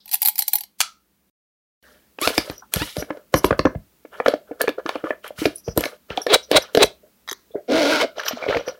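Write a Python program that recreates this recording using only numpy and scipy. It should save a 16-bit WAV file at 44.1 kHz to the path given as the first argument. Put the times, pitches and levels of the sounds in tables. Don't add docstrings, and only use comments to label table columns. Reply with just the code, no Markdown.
import sys
import numpy as np
from scipy import signal
from scipy.fft import rfft, irfft
from scipy.io import wavfile
from scipy.ndimage import uniform_filter1d

SR = 44100
rng = np.random.default_rng(int(sys.argv[2]) if len(sys.argv) > 2 else 0)


def materialize(psi):
    bounded = np.clip(np.atleast_2d(psi).T, -1, 1)
    quanta = np.round(bounded * 32767).astype(np.int16)
    wavfile.write(sys.argv[1], SR, quanta)


def nominal_scale(level):
    x = np.asarray(level, float) / 20
    return 10 ** x


N = 387638
T = np.arange(N) / SR

CUT = (1.298, 1.826)
# frequency in Hz, level in dB per Hz.
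ROOM = [(18, -59), (30, -19.5), (70, -9), (95, -25.5), (204, -12), (666, -26), (9460, -34.5),
        (16000, -26.5)]
ROOM_DB = [-65.5, -59]
# frequency in Hz, level in dB.
HUM = [(199.2, -80), (9415, -88)]
# start in seconds, fade in seconds, level in dB, centre in Hz, width in Hz.
GRAZES = [(.002, 0.035, -54, 4400, 2020), (.815, 0.043, -34.5, 1310, 130), (.82, 0.036, -44.5, 2200, 500),
          (0.818, .035, -33.5, 5140, 2500), (1.831, .1, -54, 1720, 305), (2.87, .06, -41, 3540, 900),
          (2.97, 0.036, -44.5, 11100, 1800), (3.099, 0.01, -41, 2500, 1200),
          (5.669, 0.031, -55, 2300, 1200), (7.28, .045, -43, 1520, 1620), (7.29, .045, -44, 5070, 3000),
          (2.62, .012, -33.5, 1182, 900), (7.512, .02, -56, 3630, 500), (7.555, 0.021, -46.5, 1800, 700),
          (7.92, 0.043, -17, 1427, 200), (8.001, 0.025, -28, 2970, 300), (8.42, 0.026, -27.5, 2290, 302),
          (8.481, 0.057, -31, 3280, 2200)]
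# time in seconds, body level in dB, latch level in dB.
SNAPS = [
    (7.277, -25.5, -37),
    (7.283, -30, -40),
    (7.2881, -15, -30.5),
    (7.2951, -20.5, -22.5),
    (7.3123, -17, -20.5),
    (7.317, -24.5, -28),
    (7.328, -20.5, -19),
]
# mode in Hz, width in Hz, level in dB.
SLIDER = [(1390, 280, 0), (1800, 230, 2.5), (3380, 170, -1), (3795, 50, -10), (4830, 300, -6)]
# mode in Hz, width in Hz, level in dB.
LATCH = [(6220, 200, -2.5), (7000, 570, -1), (9870, 400, -4.5), (12030, 640, 1.5)]

# time in seconds, blow in dB, wall ring in dB re blow.
CLUSTERS = [(0.057, -34, 2), (0.078, -24, -16.5), (0.0907, -21, -11), (0.113, -8.5, -18.5),
            (0.1213, -17.5, 0.5), (0.129, -3.5, -27), (0.1355, -0.5, -11), (0.142, 0.5, -1.5),
            (0.153, -7.5, -24), (0.218, -2, -2.5), (0.227, 1, -14.5), (0.2493, 0, -10.5), (0.2569, 8, -16),
            (0.2732, -1, 1), (0.2836, 2.5, -4.5), (0.2935, -10, -10.5), (0.3558, -15.5, -5),
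            (0.38, -6.5, -11), (0.39, 4.5, -5.5), (0.406, -7, -16.5), (0.4206, 0, -23.5), (0.4802, -1, -6),
            (0.5331, 2, 0), (0.5542, -2.5, -0.5), (0.5831, -11, -20), (0.607, -12, -10),
            (0.635, -17, -23.5)]
# mode in Hz, width in Hz, level in dB.
CLACK = [(11330, 230, -1.5), (10340, 960, -6.5), (8700, 500, -14.5)]
# mode in Hz, width in Hz, level in dB.
WALL = [(14430, 100, 0), (14080, 150, -4), (12600, 200, -16)]
# mode in Hz, width in Hz, level in dB.
RATTLE = [(2330, 360, -7.5), (4120, 110, -4), (4540, 600, 6.5), (5500, 300, -4), (3280, 660, 1),
          (7700, 40, -17.5)]
RATTLE_DB, RATTLE_GROWTH = -17, .7
# time in seconds, level in dB, pitch in Hz.
BREATHS = [
    (.132, -30.5, 789),
    (.228, -29, 850),
    (.252, -25.5, 800),
    (.288, -36.5, 847),
    (.392, -27.5, 809),
    (.536, -26, 828),
    (.555, -26.5, 833),
]
AIR_CYCLES, AIR_SWELL = 9, 3.
# mode in Hz, width in Hz, level in dB.
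AIR = [(842, 70, 0)]
AIR_DB = -58
# time in seconds, blow in dB.
SET_DOWN = [
    (0.804, -1),
    (0.804, -4.5),
    (0.8121, -0.5),
]
# mode in Hz, width in Hz, level in dB.
TRAY = [(1300, 41, -20.5), (1395, 60, -24), (1890, 370, -9), (2780, 790, -8), (4600, 140, -13.5),
        (6100, 3600, 13.5), (11100, 3500, 3.5)]

# mode in Hz, width in Hz, level in dB.
HOLLOW = [(298, 48, 1.5), (434, 75, 9.5), (516.3, 54.5, 7.5), (598, 77, 14), (685, 47, -10.5)]
# mode in Hz, width in Hz, level in dB.
SKIN = [(840, 630, -1.5), (1408, 470, 4.5), (1707, 92, -8), (2200, 440, 3.5)]
# mode in Hz, width in Hz, level in dB.
RASP = [(3330, 1800, 1.5), (3640, 1200, -3.5), (4180, 1000, 2), (5230, 730, -7)]
# mode in Hz, width in Hz, level in dB.
RUB = [(2400, 490, -2), (3000, 440, 4.5)]
# mode in Hz, width in Hz, level in dB.
HISS = [(7650, 6900, -2), (10700, 2600, -1.5), (14500, 3000, -12.5)]
# start in seconds, length in seconds, pressure in dB, dryness in dB.
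SLIDES = [(1.812, 0.2, -62, -2.5), (2.216, 0.11, -32.5, 1.5), (2.336, .11, -46, 5),
          (2.449, 0.11, -40.5, -10.5), (2.737, .11, -36, 0), (2.821, 0.14, -57, 14),
          (2.957, 0.081, -39, -9), (3.077, 0.13, -43.5, -22), (3.332, 0.062, -32.5, -15.5),
          (3.428, 0.093, -39, -8.5), (5.377, 0.11, -39.5, 0.5), (5.665, 0.049, -35.5, -31.5),
          (5.775, 0.13, -33.5, -9.5)]
# start in seconds, length in seconds, pressure in dB, dryness in dB.
STROKES = [
    (4.123, 0.11, -45, -15.5),
    (4.257, 0.083, -33, -15.5),
    (4.471, 0.11, -49, -29),
    (4.599, 0.051, -34.5, -10),
    (4.781, 0.028, -28, -36),
    (4.863, 0.14, -38, -16.5),
    (5.04, 0.087, -34, -23),
    (5.238, 0.062, -44.5, -5.5),
]
# start in seconds, length in seconds, pressure in dB, dryness in dB.
KNEADS = [(6.097, 0.064, -36, -12), (6.17, 0.056, -37, -15), (6.503, 0.17, -38.5, -7.5),
          (7.03, 0.059, -48.5, -50), (7.546, 0.053, -28.5, -62), (8.164, 0.096, -38, -7),
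          (8.253, 0.097, -38, -1), (8.36, 0.072, -44.5, -4), (8.411, 0.093, -32, -16.5),
          (8.487, 0.106, -27, -11), (8.646, 0.1, -35, -20.5)]
# skin in dB, hiss in dB.
FINISH = [
    (0, -2.5),
    (7, -5),
    (2, -29.5),
]
SKIN_PER_DRYNESS = 0.5
RUB_DB, RUB_PER_DRYNESS = 1.5, 0.98

# time in seconds, slap in dB, hollow pop and nail in
# dB re slap.
TAPS = [(2.185, -16.5, -4, -50.5), (2.213, -32.5, 14.5, 21), (2.273, 2, -1, -18),
        (2.302, -25.5, 16, -13), (2.378, 1.5, -0.5, -10.5), (2.497, -20, 8, -11.5),
        (2.736, -13.5, -7, 11.5), (2.758, -21.5, -34, 5.5), (2.767, -26.5, 14.5, -8.5),
        (2.817, -10.5, -6.5, -25), (2.966, -23.5, 14, -4), (3.022, -19, 8.5, -43), (3.104, -13, 4, -59),
        (3.17, -35.5, 11.5, -26), (3.339, 2.5, 5, -22), (3.444, -12, 15, -0.5), (3.507, -2.5, 5.5, -48),
        (3.591, -2, 2.5, -29), (3.653, -2, 10.5, -43), (3.749, -33, 17, -56),
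        (4.049, -32.5, 10, -66), (4.199, -5, -2.5, -82), (4.261, -1, -3.5, -41), (4.281, -10.5, 15.5, -7),
         (4.337, -16.5, 14.5, -32), (4.512, -31.5, 19.5, -72), (4.607, -5.5, -10, -44), (4.614, -18, 6, 12),
         (4.678, -3, -12, -42), (4.69, -13, 8, -16), (4.86, -16.5, -4, -28), (4.89, -7, -7, -23),
         (4.954, -19, 10, -37), (5.039, -26.5, 16.5, -67.5), (5.105, -8, 2.5, -83),
         (5.277, -39.5, -18, 11.5), (5.42, -20, -4, -33), (5.455, -7, 7.5, -12.5),
        (5.681, -29, 17.5, -14), (5.774, -18, 22, 16), (5.806, -24.5, 13.5, 11.5), (5.837, -13, -6, -12.5),
         (5.854, -15.5, 3, -9), (6.104, -23, 8, -34), (6.175, -15.5, 4.5, -34), (6.265, -12, 3.5, -16.5),
         (6.513, -8, 11, -3), (6.748, -8, 9, -4), (6.771, -2.5, 12, -12), (8.198, -14.5, -33, -23),
         (8.233, -20, -31, -21), (8.283, -16, -47, -14), (8.568, -12, 2.5, -29.5), (8.681, -19, -5, -16.5)]
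# time in seconds, level in dB.
THUMPS = [(2.256, -25.5), (2.369, -22), (2.486, -26.5), (2.75, -14), (2.8, -19), (2.968, -18),
          (3.333, -11.5), (3.433, -11.5), (3.503, -13.5), (3.582, -15.5), (3.649, -17.5), (3.745, -17),
          (5.375, -29), (5.44, -23), (5.672, -18), (5.762, -14.5), (6.093, -27.5), (6.541, -20.5),
          (6.828, -24.5), (8.476, -25), (8.549, -24.5)]
# mode in Hz, width in Hz, level in dB.
THUD = [(66, 170, -4.5), (120, 40, 3.5), (169, 26, 17.5), (209, 12, 9.5)]
# mode in Hz, width in Hz, level in dB.
NAIL = [(9170, 3200, 18), (11340, 360, 9.5), (14500, 4200, -17)]
# time in seconds,
# level in dB, pitch in Hz.
POPS = [(2.219, -14.5, 348), (2.272, -17, 443), (2.378, -10.5, 584), (2.816, -15.5, 306),
        (3.104, -12.5, 308), (3.346, -5.5, 296), (3.443, 3, 374), (3.507, -17.5, 510), (3.526, -4, 562),
        (3.591, -8, 370), (3.651, -7.5, 315), (3.663, -12, 527), (3.669, -12.5, 251), (4.2, -8, 507),
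        (4.26, -2, 630), (4.28, 1, 552), (4.337, -9, 592), (4.511, -14.5, 455), (4.609, -10.5, 640),
        (4.64, -10, 494), (4.679, -2.5, 421), (4.856, -15, 332), (4.96, -14.5, 600), (5.039, -11, 327),
        (5.105, -12.5, 603), (5.306, -17.5, 583), (5.417, -9, 317), (5.455, -1, 425), (5.462, -5.5, 304),
        (5.474, -13, 348), (5.678, -10.5, 465), (5.764, -15, 424), (5.775, -6, 416), (5.784, -16, 280),
        (5.836, -16, 660), (5.863, -13, 580),
        (6.177, -6, 738), (6.265, -9.5, 496), (6.513, -7, 416), (6.529, -7, 590), (6.748, -10, 440),
             (6.757, -10, 454), (6.771, -2, 433), (6.812, -6, 475), (6.825, 4, 613), (6.838, -6.5, 420),
             (7.317, -22, 385), (7.506, -37, 440), (7.554, -9.5, 400), (7.689, -21, 510), (8.181, -15, 660),
             (8.31, -12.5, 630), (8.332, -19.5, 246), (8.372, -17.5, 650), (8.425, -12.5, 610),
             (8.439, -12.5, 620), (8.464, -8.5, 570), (8.48, -14, 423), (8.487, -8, 414),
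             (8.498, -5.5, 540), (8.509, -8, 587), (8.526, -12.5, 600), (8.545, -7, 640),
             (8.555, -8.5, 533), (8.567, -7, 462), (8.594, -14.5, 507), (8.609, -15, 570),
             (8.678, -10, 500), (8.694, -17, 538)]
# time in seconds, level in dB, pitch in Hz.
TICKS = [(2.378, -12, 2330), (3.1048, -13, 1040), (3.3417, 2, 1047), (3.4434, 4, 1000), (3.5074, -3, 1110),
         (3.5282, -6.5, 1510), (3.5926, -2, 1070), (3.6525, -5.5, 1100), (3.6695, -6, 1053),
         (4.2606, 0.5, 1340), (4.6754, -9.5, 1690), (4.8616, -12.5, 1226), (4.8929, -15.5, 1080),
         (5.0418, -14.5, 1310), (5.057, -19, 1216), (5.07, -14.5, 1200), (5.1063, -13.5, 1720),
         (5.244, -21, 1390), (5.4432, -18, 2410), (5.4546, -2, 2430), (5.7778, -11.5, 970),
         (5.8385, -8, 2200), (5.8544, -16, 2180), (6.1035, -14.5, 2730), (6.1743, -4.5, 3390),
         (8.184, -17, 3193), (8.1962, -10.5, 1620), (8.2655, -12, 1670), (8.2826, -4, 3060),
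         (8.4394, -21, 2200), (8.4874, -11, 2140), (8.527, -9.5, 1830), (8.5482, -8, 2140),
         (8.5684, -12, 1840), (8.6784, -20, 1780)]
POP_CYCLES, POP_DB, TICK_CYCLES, TICK_DB = 2.83, -2.5, 2.8, -2
RASP_DB, RASP_PER_NAIL = 6, 0.53
DELAY_S = .0015

# start and length in seconds, first and last slips per second, level in dB.
CHIRPS = [
    (2.21, .06, 1030, 1450, -25),
    (2.793, .05, 790, 1020, -29),
]
# mode in Hz, width in Hz, level in dB.
GLIDE = [(1300, 470, -2), (2375, 1800, 7.5), (3700, 950, 0.5)]

# start and length in seconds, level in dB, upper ring in dB re lower.
TREMBLES = [(2.497, .13, -55.5, -22), (2.977, 0.044, -36, -4), (3.351, .05, -32.5, 1),
            (3.447, 0.025, -35, 2.5), (5.544, 0.07, -53.5, 3.5), (5.631, 0.11, -46, -19),
            (6.22, 0.03, -48, -0.5), (6.425, 0.03, -43.5, -19), (6.616, .02, -38, -9.5),
            (6.842, .025, -37, -1), (8.178, 0.035, -40.5, -21), (8.242, .05, -42, -14),
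            (8.595, 0.016, -51, -15), (8.657, 0.05, -42.5, -24)]
# time in seconds, level in dB, pitch in Hz.
TINGS = [
    (5.558, -17.5, 10060),
    (6.217, -19, 5627),
    (6.217, -26, 10300),
    (2.512, -29, 13900),
    (2.58, -34, 14000),
    (2.58, -29.5, 5750),
    (8.598, -37, 5800),
]
# mode in Hz, width in Hz, level in dB.
PULL_LOW = [(5800, 300, 0), (5250, 500, 1)]
# mode in Hz, width in Hz, level in dB.
PULL_MID = [(10400, 540, -5.5), (11600, 620, 2.5)]
# mode in Hz, width in Hz, level in dB.
PULL_HIGH = [(13900, 70, 0), (12200, 70, -5), (13300, 70, -6)]

# grip and tear in seconds, slips per second at the grip and after a full rise in pace,
# tear level in dB.
DRAGS = [
    (6.274, 6.344, 320, 880, 0),
    (6.503, 6.57, 270, 880, -1),
    (6.782, 6.831, 335, 930, 1),
]
# share of the way to the tear, share of the rise in pace, hollow in dB,
# squeak in dB, unevenness from 0 to 1.
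STRETCH = [
    (0, 0, -23.5, -45.5, .15),
    (.4, 0.2, -23, -22, .12),
    (0.751, 0.03, -9, -18, .08),
    (1, 0.82, -13.5, 2, 0.02),
    (1.171, .9, -11, -20.5, 0.3),
    (1.32, 0.33, -24, -45.5, 0.4),
]
# mode in Hz, width in Hz, level in dB.
SQUEAK = [(1110, 830, -6), (2500, 1100, -3), (3480, 360, -9.5), (3880, 130, -14), (5600, 3200, -12.5),
          (8640, 3000, -19)]

# time in seconds, teeth per second, pull in dB, bite in dB re pull.
ZIP = [
    (7.678, 236, -31.5, -23),
    (7.7, 252, -14.5, -19),
    (7.76, 335, -12.5, -12),
    (7.85, 272, -18, -8),
    (7.915, 330, -15.5, -6.5),
    (7.992, 290, -26, -2),
    (8.015, 515, -23, 3.5),
    (8.04, 680, -12.5, -16.5),
    (8.062, 322, -35, -31),
]
# mode in Hz, width in Hz, level in dB.
TAPE = [(305.96, 190, -4), (482, 260, 3.5), (623, 182, 3.5)]
# mode in Hz, width in Hz, level in dB.
TEETH = [(993, 430, -5.5), (1423, 73, -14), (1615, 63, -20), (2127, 360, -5.5)]
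# time in seconds, low ring in dB, high ring in dB.
JINGLE = [
    (8.2556, -24.5, -34.5),
    (8.2812, -9, -21.5),
]

# start in seconds, length in seconds.
WIDE = [(.11, .07), (.38, .22), (2.37, .03), (4.67, .04), (4.91, .04), (5.43, .05), (5.78, .05),
        (6.81, .04)]
WIDE_DB = -10
SMEAR_DB, CEILING = -21, 0.59


def ring(modes, chance=0):
    hz, width, db = np.transpose(modes)[:, :, None]
    t = T[:int(SR * (.01 + 1.9 / width.min()))]
    swing = np.sin(2 * np.pi * (hz + .3 * width * chance) * t)
    y = np.sum(nominal_scale(db + 3 * chance) * np.exp(-np.pi * width * t) * swing, axis=0)
    limits = (.75 * hz.min(), min(1.25 * hz.max(), 17000))
    y = signal.sosfilt(signal.butter(3, limits, "band", fs=SR, output="sos"), y)
    return y / np.max(np.abs(y))


def strike(times, dbs, modes, contact_s, grit):
    out = np.zeros(N + SR)
    t = T[:SR // 25]
    chance = rng.standard_normal((len(times), len(t) + len(modes)))
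    for s, db, c, contact in zip(times, dbs, chance, np.broadcast_to(contact_s, len(times))):
        push = t * np.exp(-t / contact) * (1 - grit + grit * c[:len(t)])
        y = signal.fftconvolve(push, ring(modes, c[len(t):, None]))
        i = int(s * SR)
        out[i:i + len(y)] += nominal_scale(db) * y / np.max(np.abs(y))
    return out[:N]


def pings(rows, cycles, db, swell=0.59):
    out = np.zeros(N + SR)
    t = T[:SR // 10]
    for s, top, hz in rows:
        rise = np.sin(np.pi / 2 * np.minimum(t * hz / swell, 1)) ** 2
        y = np.sin(2 * np.pi * hz * t) * np.exp(-t * hz / cycles) * rise
        i = int(s * SR)
        out[i:i + len(t)] += nominal_scale(top + db) * y
    return out[:N]


def unit(x):
    return x / np.sqrt(np.mean(x ** 2))


def through(x, modes):
    return unit(signal.fftconvolve(x, ring(modes))[:len(x)])


def treble(x, hz):
    return signal.sosfilt(signal.butter(3, hz, "high", fs=SR, output="sos"), x)


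def crackle(count, spread_db):
    return rng.standard_normal(count) * nominal_scale(spread_db * rng.exponential(size=count))


def slips(rate, uneven, scatter_db):
    waver = unit(uniform_filter1d(rng.standard_normal(len(rate)), size=40))
    pace = rate * np.exp(uneven * waver)
    phase = np.cumsum(pace) / SR
    i = np.flatnonzero(np.diff(np.floor(phase)))
    late = phase[i + 1] % 1 * SR / pace[i + 1]
    size = nominal_scale(scatter_db * rng.standard_normal(len(rate)))[i]
    out = np.zeros(len(rate))
    out[i], out[i + 1] = size * late, size * (1 - late)
    return out


def span(rows):
    s, *columns = np.transpose(rows)
    where = slice(int(s[0] * SR), int(s[-1] * SR))
    return where, [np.interp(T[where], s, c) for c in columns]


def room_tone():
    hz, db = np.transpose(ROOM)
    colour = nominal_scale(np.interp(np.log(np.fft.rfftfreq(N, 1 / SR) + 1), np.log(hz), db))
    noise = unit(irfft(rfft(rng.standard_normal(N)) * colour, N))
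    noise = noise * nominal_scale(np.where(T < CUT[1], *ROOM_DB))
    return noise + sum(nominal_scale(db + 6.5) * np.sin(2 * np.pi * f * T) for f, db in HUM)


def echo(t60_s, db):
    t = T[:SR // 2]
    tail = rng.standard_normal(len(t)) * 1000. ** (-t / t60_s) * (t > .003)
    return nominal_scale(db) / np.sqrt(SR) * unit(tail)


def grazes():
    out = np.zeros(N + SR)
    t = T[:SR // 4]
    for s, fade, db, hz, width in GRAZES:
        band = [(hz - width / 4, width / 2, 0), (hz + width / 4, width / 2, 0)]
        grains = through(through(crackle(len(t), 2.0), band), band)
        i = int(s * SR)
        out[i:i + len(t)] += nominal_scale(db) * grains * np.exp(-t / fade) * np.minimum(t / .004, 1)
    s, body, latch = np.transpose(SNAPS)
    snaps = strike(s, body, SLIDER, contact_s=0.0006, grit=0.33)
    return out[:N] + snaps + strike(s, latch, LATCH, contact_s=0.00098, grit=.8)


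def vial():
    s, db, wall = np.transpose(CLUSTERS)
    beads = strike(s, db - 10.5, CLACK, contact_s=0.002, grit=0.95)
    beads += strike(s, db + wall, WALL, contact_s=0.00054, grit=0.9)
    beads += pings(BREATHS, AIR_CYCLES, 0, AIR_SWELL)
    beads += strike(s, RATTLE_GROWTH * db + RATTLE_DB, RATTLE, contact_s=0.0016, grit=1.0)
    tumble = np.abs(uniform_filter1d(np.abs(beads), size=400)) ** 0.66
    beads += nominal_scale(AIR_DB) * through(tumble * rng.standard_normal(N), AIR)
    return beads + strike(*np.transpose(SET_DOWN), TRAY, contact_s=0.0012, grit=0.98)


def rubbing():
    grains = crackle(N, 1.6)
    depth_db = np.array([[12.], [11.], [7.], [4.], [8.]])
    drift = unit(uniform_filter1d(rng.standard_normal((5, N)), size=500))
    fits = nominal_scale(depth_db * np.tanh(drift / 2))
    colours = (HOLLOW[1:], SKIN[:2], RASP, HISS, RUB)
    layers = np.array([through(grains * fit, modes) for fit, modes in zip(fits, colours)])
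    layers[:2] = through(layers[0], HOLLOW[1:]), through(layers[1], SKIN[:3])
    out = np.zeros(N)
    for rows, (skin, hiss) in zip((SLIDES, STROKES, KNEADS), FINISH):
        for s, length, db, dry in rows:
            rub_db = db + skin + RUB_DB + RUB_PER_DRYNESS * dry
            dbs = db, db + skin + SKIN_PER_DRYNESS * dry, db + dry, db + dry + hiss, rub_db
            done = (T - s) / length
            where = (done > -.2) & (done < 1.5)
            swell_db = np.interp(done[where], (-.2, .1, .7, 1.5), (-30, 1, -1, -25))
            out[where] += nominal_scale(swell_db) * (nominal_scale(np.array(dbs)) @ layers[:, where])
    return out


def taps():
    s, db, hollow, nail = np.transpose(TAPS)
    body = strike(s, db + hollow - 4.5, HOLLOW, contact_s=0.00026, grit=0.77)
    body += strike(s + DELAY_S, db - 3.5, SKIN, contact_s=0.00072 * nominal_scale(-.3 * db), grit=1.0)
    rasp_db = db + RASP_DB + RASP_PER_NAIL * np.minimum(nail, 0)
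    edge = strike(s + DELAY_S, rasp_db, RASP, contact_s=0.00059, grit=0.094)
    edge += strike(s + DELAY_S, db + nail, NAIL, contact_s=0.00058, grit=0.67)
    own = pings(POPS, POP_CYCLES, POP_DB) + pings(TICKS, TICK_CYCLES, TICK_DB)
    pressed, press_db = np.transpose(THUMPS)
    thuds = strike(pressed + .009, press_db, THUD, contact_s=.002, grit=.3)
    return own + treble(body, 275) + edge + thuds


def chirps():
    out = np.zeros(N)
    for s, length, first, last, db in CHIRPS:
        where, (rate,) = span([(s, first), (s + length, last)])
        squeak = through(slips(rate, .004, .5), GLIDE)
        out[where] += nominal_scale(db) * squeak * signal.windows.tukey(len(rate), .4)
    return out


def trembling():
    gate = np.zeros((2, N))
    for s, length, db, upper in TREMBLES:
        a, b = int(s * SR), int(length * SR)
        gate[:, a:a + b] += nominal_scale(np.array([[db], [db + upper]])) * signal.windows.tukey(b, .5)
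    knocks = crackle(N, 3.0)
    low = through(through(knocks, PULL_LOW), PULL_LOW)
    rings = gate[0] * low + gate[1] * through(knocks, PULL_MID)
    return rings + pings(TINGS, 24, 0, swell=9.)


def drags():
    out = np.zeros(N)
    way, rise, hollow_db, squeak_db, rough = np.transpose(STRETCH)
    for grip, tear, slow, fast, db in DRAGS:
        rows = [grip + way * (tear - grip), slow + rise * (fast - slow), db + hollow_db, db + squeak_db, rough]
        where, (rate, hollow, squeak, uneven) = span(np.transpose(rows))
        pulses = slips(rate, np.clip(uneven, 0, 1), 20 * uneven)
        torn = unit(pulses) + .7 * unit(crackle(len(rate), 3.0))
        sound = nominal_scale(hollow) * through(through(pulses, HOLLOW), HOLLOW[:4])
        sound += nominal_scale(squeak) * through(torn, SQUEAK[:4])
        sound += nominal_scale(2 * squeak - 4.0) * through(pulses, SQUEAK[4:])
        out[where] += sound * signal.windows.tukey(len(rate), .15)
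    return out


def zip_fastener():
    out = np.zeros(N)
    where, (rate, hollow, bite) = span(ZIP)
    teeth, rasp = hollow + 1.08 * bite + 2.0, hollow + bite - .8
    scrape = unit(crackle(len(rate), 4.2))
    pulses = unit(slips(rate, 0.072, 4.1))
    sound = nominal_scale(hollow) * through(through(pulses + 0.97 * scrape, TAPE), TAPE)
    sound += nominal_scale(teeth) * through(pulses + 1.1 * scrape, TEETH)
    sound += nominal_scale(rasp) * through(pulses + 3.3 * scrape, RASP)
    sound += nominal_scale(1.66 * rasp) * through(scrape, HISS)
    out[where] = .33 * np.tanh(sound / .33)
    s, low, high = np.transpose(JINGLE)
    rustle = strike(s - .002, low - 4, PULL_LOW, contact_s=0.0034, grit=0.85)
    return out + trembling() + rustle + strike(s, high, PULL_HIGH, contact_s=0.0026, grit=0.96)


def scene():
    dry = vial() + taps() + rubbing() + zip_fastener()
    near = 0.81 * np.tanh(drags() / 0.76) + chirps()
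    dry = dry + .5 * near
    bright = treble(dry, 3900)
    wet = signal.fftconvolve(dry - bright, echo(0.2, -11.5))[:N]
    wet += signal.fftconvolve(bright, echo(0.055, -8.5))[:N]
    mono = dry + .5 * near + wet + room_tone() + grazes()
    mono = mono * ((T < CUT[0]) | (T > CUT[1]))
    return np.array([mono, mono])


def low_pass(x):
    return signal.sosfilt(signal.butter(12, 16800, fs=SR, output="sos"), x)


def record(dry):
    mid = treble(dry[0], 48)
    mid = mid / (1 + (mid / CEILING) ** 4) ** 0.22
    spread = uniform_filter1d(uniform_filter1d(treble(mid, 3000) ** 2, size=900), size=900)
    mid = mid + nominal_scale(SMEAR_DB) * np.sqrt(np.abs(spread)) * unit(treble(rng.standard_normal(N), 2500))
    mid = signal.sosfilt(signal.ellip(6, .2, 60, 15750, fs=SR, output="sos"), mid)
    share = nominal_scale(WIDE_DB) * sum((T > s) & (T < s + length) for s, length in WIDE)
    envelope = np.sqrt(np.abs(uniform_filter1d(treble(mid, 5000) ** 2, size=200)))
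    side = share * envelope * unit(treble(rng.standard_normal(N), 6000))
    return low_pass(np.array([mid + side, mid - side]))


dry = scene()
out = record(dry)
materialize(out)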